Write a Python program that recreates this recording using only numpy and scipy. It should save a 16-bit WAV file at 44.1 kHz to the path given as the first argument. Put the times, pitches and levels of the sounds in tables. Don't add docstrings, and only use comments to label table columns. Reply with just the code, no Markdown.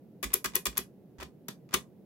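import sys
import numpy as np
from scipy import signal
from scipy.fft import rfft, irfft, next_fast_len
from scipy.io import wavfile

SR = 44100
rng = np.random.default_rng(int(sys.argv[2]) if len(sys.argv) > 2 else 0)


def put_to_file(sound):
    columns = np.atleast_2d(sound).T
    safe = np.clip(columns, -1, 1)
    whole_steps = np.round(safe * 32767)
    wavfile.write(sys.argv[1], SR, whole_steps.astype(np.int16))


N = 90404
T = np.arange(SR // 3) / SR

# (frequency [Hz], correlation [0-1])
COHERENCE = [(100, 1), (400, 0.49), (1000, 0.2), (3000, 0.07), (10000, 0.01)]


def amp(db):
    return 10 ** (np.asarray(db) / 20)


def along(points, hz):
    points_hz, values = np.transpose(points)
    return np.interp(np.log(hz + 1), np.log(points_hz + 1), values)


def sides(pan_db):
    return amp(np.array([[.5], [-.5]]) * pan_db)


def filtered(x, response):
    n = x.shape[-1]
    padded = next_fast_len(n + SR // 10)
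    return irfft(rfft(x, padded) * response(np.fft.rfftfreq(padded, 1 / SR)), padded)[..., :n]


def noise(spectrum, coherence, tilt_db_oct=0, size=len(T)):
    def mid_side_gains(hz):
        angle = np.arccos(along(coherence, hz)) / 2
        colour = amp(along(spectrum, hz) + tilt_db_oct * np.log2(np.maximum(hz, 1000)))
        return colour * [np.cos(angle), np.sin(angle)]
    mid, side = filtered(rng.standard_normal((2, size)), mid_side_gains)
    pair = np.array([mid + side, mid - side])
    return pair / pair.std()


def fade(rise_s, t60_s):
    return (1 - np.exp(-T / rise_s)) * np.exp(-np.log(1000) * T / t60_s)


def burst(spectrum, rise_s, t60_s, tilt_db_oct=0):
    envelope = fade(rise_s, t60_s)
    sound = noise(spectrum, COHERENCE, tilt_db_oct) * envelope
    return sound * np.linalg.norm(envelope) / np.linalg.norm(sound, axis=1, keepdims=True)


def ring(modes, rise_s, detune=.014):
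    sound = np.zeros((2, len(T)))
    for hz, db, t60_s in modes:
        jitter_db, mistune, apart, start = rng.standard_normal(4)
        spread_rad = np.arccos(along(COHERENCE, hz)) * apart * np.array([[.5], [-.5]])
        phase = 2 * np.pi * hz * (1 + detune * mistune) * T + np.pi * start + spread_rad
        sound += amp(db + jitter_db) * fade(rise_s, t60_s) * np.sin(phase)
    return sound


def stroke_at(time_s):
    # (time [s], band centre [Hz], band boost [dB], spill [dB])
    strokes = [(.23, 2050, 2.5, 3.5), (.34, 2630, 1.5, 2.5), (.45, 1435, 4.5, 0.5), (.56, 2386, 2.5, 1.5),
               (.66, 3650, 0.5, 0), (.78, 1095, 1, 3), (1.21, 1540, 0.5, 2), (1.48, 2300, -4.5, 5),
               (1.74, 1150, 3, 1)]
    return min(strokes, key=lambda stroke: abs(stroke[0] - time_s))


def room_air():
    # (frequency [Hz], density [dB])
    spectrum = [(25, -23), (60, -19.5), (95, -7), (130, 2.5), (190, 6), (300, 0), (450, -3), (720, -15),
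                (1100, -29.5), (2500, -35), (8500, -45), (11500, -37), (16000, -36.5)]
    # (frequency [Hz], left-right correlation [0-1])
    coherence = [(100, .95), (400, .8), (1000, 0.77), (4000, 0.09)]
    return amp(-55) * sides(pan_db=-1.5) * noise(spectrum, coherence, size=N)


def room_tail(sound, delay_s=.009, build_s=.003):
    # (frequency [Hz], t60 [s])
    decay = [(200, 0.0032), (1000, 0.19), (3000, 0.1233), (8000, 0.16), (15000, 0.13)]
    # (frequency [Hz], gain [dB])
    colour = [(100, 8.5), (400, 5.5), (1200, -13), (3000, -3), (7000, -8), (12000, -6), (16000, -10.5)]
    white = noise([(100, 0)], COHERENCE)
    band_hz, frame_s, bands = signal.stft(white, SR, nperseg=256)
    bands = bands * np.exp(-np.log(1000) * frame_s / along(decay, band_hz)[:, None])
    tail = signal.istft(bands, SR)[1][:, :len(T)]
    tail = filtered(tail, lambda hz: amp(along(colour, hz))) / np.sqrt(np.sum(tail ** 2) / 2)
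    tail *= 1 - np.exp(-np.maximum(T - delay_s, 0) / build_s)
    return signal.fftconvolve(sound[:1], tail, axes=1)[:, :len(T)]


def place(track, sound, time_s, db, pan_db, room_db):
    # (frequency [Hz], left-right [dB])
    port_balance = [(200, -4.5), (500, -5.5), (1300, -1.5), (2400, 2), (4400, -4), (8000, -4), (11000, 5),
                    (14000, 5)]
    *_, spill_db = stroke_at(time_s)
    direct = filtered(sound, lambda hz: sides(pan_db + along(port_balance, hz)))
    reflected = amp(room_db + spill_db) * room_tail(sound)
    track[:, round(time_s * SR):][:, :len(T)] += amp(db) * (direct + reflected)


def desk():
    # (time [s], thump level [dB], thump pitch [Hz], knock level [dB])
    pushes = [(.25, -32.5, 54, -43.5), (0.337, -47.5, 56, -48.5), (0.455, -44.5, 57, -44.5),
              (.545, -49, 61.4, -48), (0.673, -35, 56, -44), (0.787, -47, 60, -47),
              (1.185, -41.5, 66.8, -57.5), (1.227, -43.5, 68, -50.5), (1.485, -73, 61.7, -43),
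              (1.737, -39.5, 66, -38)]
    # (frequency [Hz], level [dB], t60 [s])
    modes = [(132.6, -12.5, 0.74), (182.3, -5.5, 0.42), (211.7, -1.5, 0.23), (271.4, 0.5, .15)]
    track = np.zeros((2, N + SR))
    for time_s, thump_db, hz, knock_db in pushes:
        thump = amp(thump_db) * fade(rise_s=.0071, t60_s=.19) * np.sin(2 * np.pi * hz * T)
        knock = amp(knock_db) * ring(modes, rise_s=.0013)
        track[:, round(time_s * SR):][:, :len(T)] += thump + knock
    return sides(pan_db=-5) * track[:, :N]


def hollow_case(rise_s=.006):
    # (frequency [Hz], level [dB], t60 [s])
    modes = [(377.5, 2.5, 0.079), (407, -7, 0.12), (502, -11, 0.1)]
    # (time [s], level [dB])
    thocks = [(.23, -33.5), (.344, -29), (.446, -34), (.56, -29.5), (.659, -35), (.786, -34), (1.224, -40),
              (1.484, -39), (1.741, -23.5)]
    track = np.zeros(N + SR)
    note = sum(amp(db) * fade(rise_s, t60_s) * np.sin(2 * np.pi * hz * T) for hz, db, t60_s in modes)
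    for time_s, db in thocks:
        track[round(time_s * SR):][:len(T)] += amp(db) * note
    return track[:N]


def switch(rise_s=.00046):
    # (time [s], level [dB], left-right [dB])
    snaps = [(0.2279, -28.5, 4), (.2406, -34.5, 10), (0.336, -19, -4), (.338, -22.5, 5.5),
             (0.3395, -9.5, 6.5), (0.4429, -25, -4), (0.5494, -39, 12), (0.5548, -13, 5.5), (.5557, -18, 5),
             (0.6544, -27, 16), (0.771, -34.5, 0.5), (0.7777, -17, 11), (.7792, -18, 9), (1.4842, -30, 7)]
    # (frequency [Hz], density [dB])
    spectrum = [(1000, -22), (4000, -16), (5800, -22), (7000, -5.5), (9500, -12.5), (11200, 5),
                (12900, -3.5), (14300, -13), (16000, -7)]
    # (frequency [Hz], level [dB], t60 [s])
    spring_modes = [(5900, -1.5, .014), (10260, -4.5, .011), (12740, -1.5, 0.028), (11760, -2, .011)]
    track = np.zeros((2, N + SR))
    for time_s, db, pan_db in snaps:
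        snap = burst(spectrum, rise_s, t60_s=.014) + amp(-10) * ring(spring_modes, rise_s)
        place(track, snap, time_s, db, pan_db, room_db=-5)
    return track[:, :N]


def clack(time_s, tilt_db_oct, rise_s=.00036, band_sigma_oct=.29):
    # (frequency [Hz], density [dB])
    crack_spectrum = [(40, -42.5), (150, -15.5), (400, -10.5), (800, -13.5), (1050, 0.5), (2400, -1),
                      (4200, -4.5), (6500, 3), (9000, -7), (12000, -4), (16000, -8.5)]
    clatter_spectrum = [(40, -40.5), (150, -9.5), (400, -8.5), (800, -9), (1050, -7.5), (2400, -4.5),
                        (4200, -5), (6500, -4.5), (9000, -7.5), (16000, -12.5)]
    # (frequency [Hz], level [dB], t60 [s])
    bar_modes = [(992, -1.5, 0.032), (1086.6, -1.5, 0.051), (1221, -3.5, 0.059), (1527, -5, .04),
                 (1678, -3, .045), (1949, -1, 0.044), (2290, -5.5, 0.039), (2462, 1.5, .04),
                 (2795, -5, .035), (3010, -5.5, .035), (3434, -0.5, 0.047), (3700, -6, .04),
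                 (4530, -9, 0.074), (7090, -9, .03)]
    _, centre_hz, boost_db, _ = stroke_at(time_s)

    def favoured_band(hz):
        offset_oct = np.log2((hz + 1) / centre_hz)
        return amp(boost_db * np.exp(-.5 * (offset_oct / band_sigma_oct) ** 2))
    crack = burst(crack_spectrum, rise_s, t60_s=.014, tilt_db_oct=tilt_db_oct)
    clatter = amp(-3.5) * burst(clatter_spectrum, rise_s, t60_s=.051, tilt_db_oct=tilt_db_oct)
    ringing = amp(-10.5) * ring(bar_modes, rise_s=.0015)
    return filtered(crack + clatter + ringing, favoured_band)


def space_bar(room_db=-.5):
    # (time [s], level [dB], tilt [dB/octave], left-right [dB])
    presses = [(.2287, -34.5, -7.5, 6.5), (.2302, -30, 0, 5.5), (.2348, -32.5, 0.5, -5.5),
               (.2412, -27.5, 1.5, 1), (.4435, -30.5, -1.5, 4.5), (.4452, -26, 2, 4.5),
               (.4505, -31.5, -5, -4), (.4572, -24.5, 0.3, 3), (.6565, -22, 2.5, 2.5),
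               (.6625, -34.5, -3.5, -10.5), (.6668, -22.5, 0, 1.5), (1.1995, -41, -9.5, -2),
               (1.2025, -44.5, -2, 2), (1.209, -40, -3.5, 4.5), (1.2175, -38.5, -8, 5),
               (1.226, -37.5, -9, 1), (1.2293, -38, -2, 0.5), (1.483, -36, -1.5, -2.5),
               (1.486, -35.5, -2.8, 7.5)]
    returns = [(.3325, -34, -2.5, 4.5), (.338, -25.5, 2, 2.5), (.344, -31.5, 1, -8), (.3545, -35, 1, 4),
               (.551, -31.5, -4, 7), (.555, -27.5, 3, 4), (.5625, -24, 3.5, 1), (.7715, -29, 0.5, -1),
               (.7765, -29.5, -1.5, 2), (.788, -31.5, -2, 3), (1.728, -45, -4, 2), (1.7315, -36.5, -7.5, 8),
               (1.7375, -29.5, 0, 10), (1.7402, -17.5, 3, 0), (1.7428, -21, -4, 9), (1.749, -31, -5, -2.5)]
    # (time [s], level [dB])
    ticks = [(0.303, -48.5), (.311, -53.5), (0.318, -47), (0.519, -54), (0.5358, -46.5), (0.545, -45),
             (0.728, -49), (.753, -51.5), (.7635, -45.5), (1.1839, -52.5), (1.188, -51.5), (1.690, -56),
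             (1.709, -52.5), (1.719, -52.5)]
    track = np.zeros((2, N + SR))
    for time_s, db, tilt_db_oct, pan_db in [*presses, *returns]:
        place(track, clack(time_s, tilt_db_oct), time_s, db, pan_db, room_db)
    for time_s, db in ticks:
        place(track, clack(time_s, tilt_db_oct=-5.3), time_s, db, pan_db=0, room_db=room_db)
    return track[:, :N]


def scene():
    return room_air() + space_bar() + switch() + hollow_case() + desk()


def record(dry):
    cutoff_hz, order = 15900, 90
    return filtered(dry, lambda hz: 1 / np.sqrt(1 + (hz / cutoff_hz) ** (2 * order)))


dry = scene()
out = record(dry)
put_to_file(out)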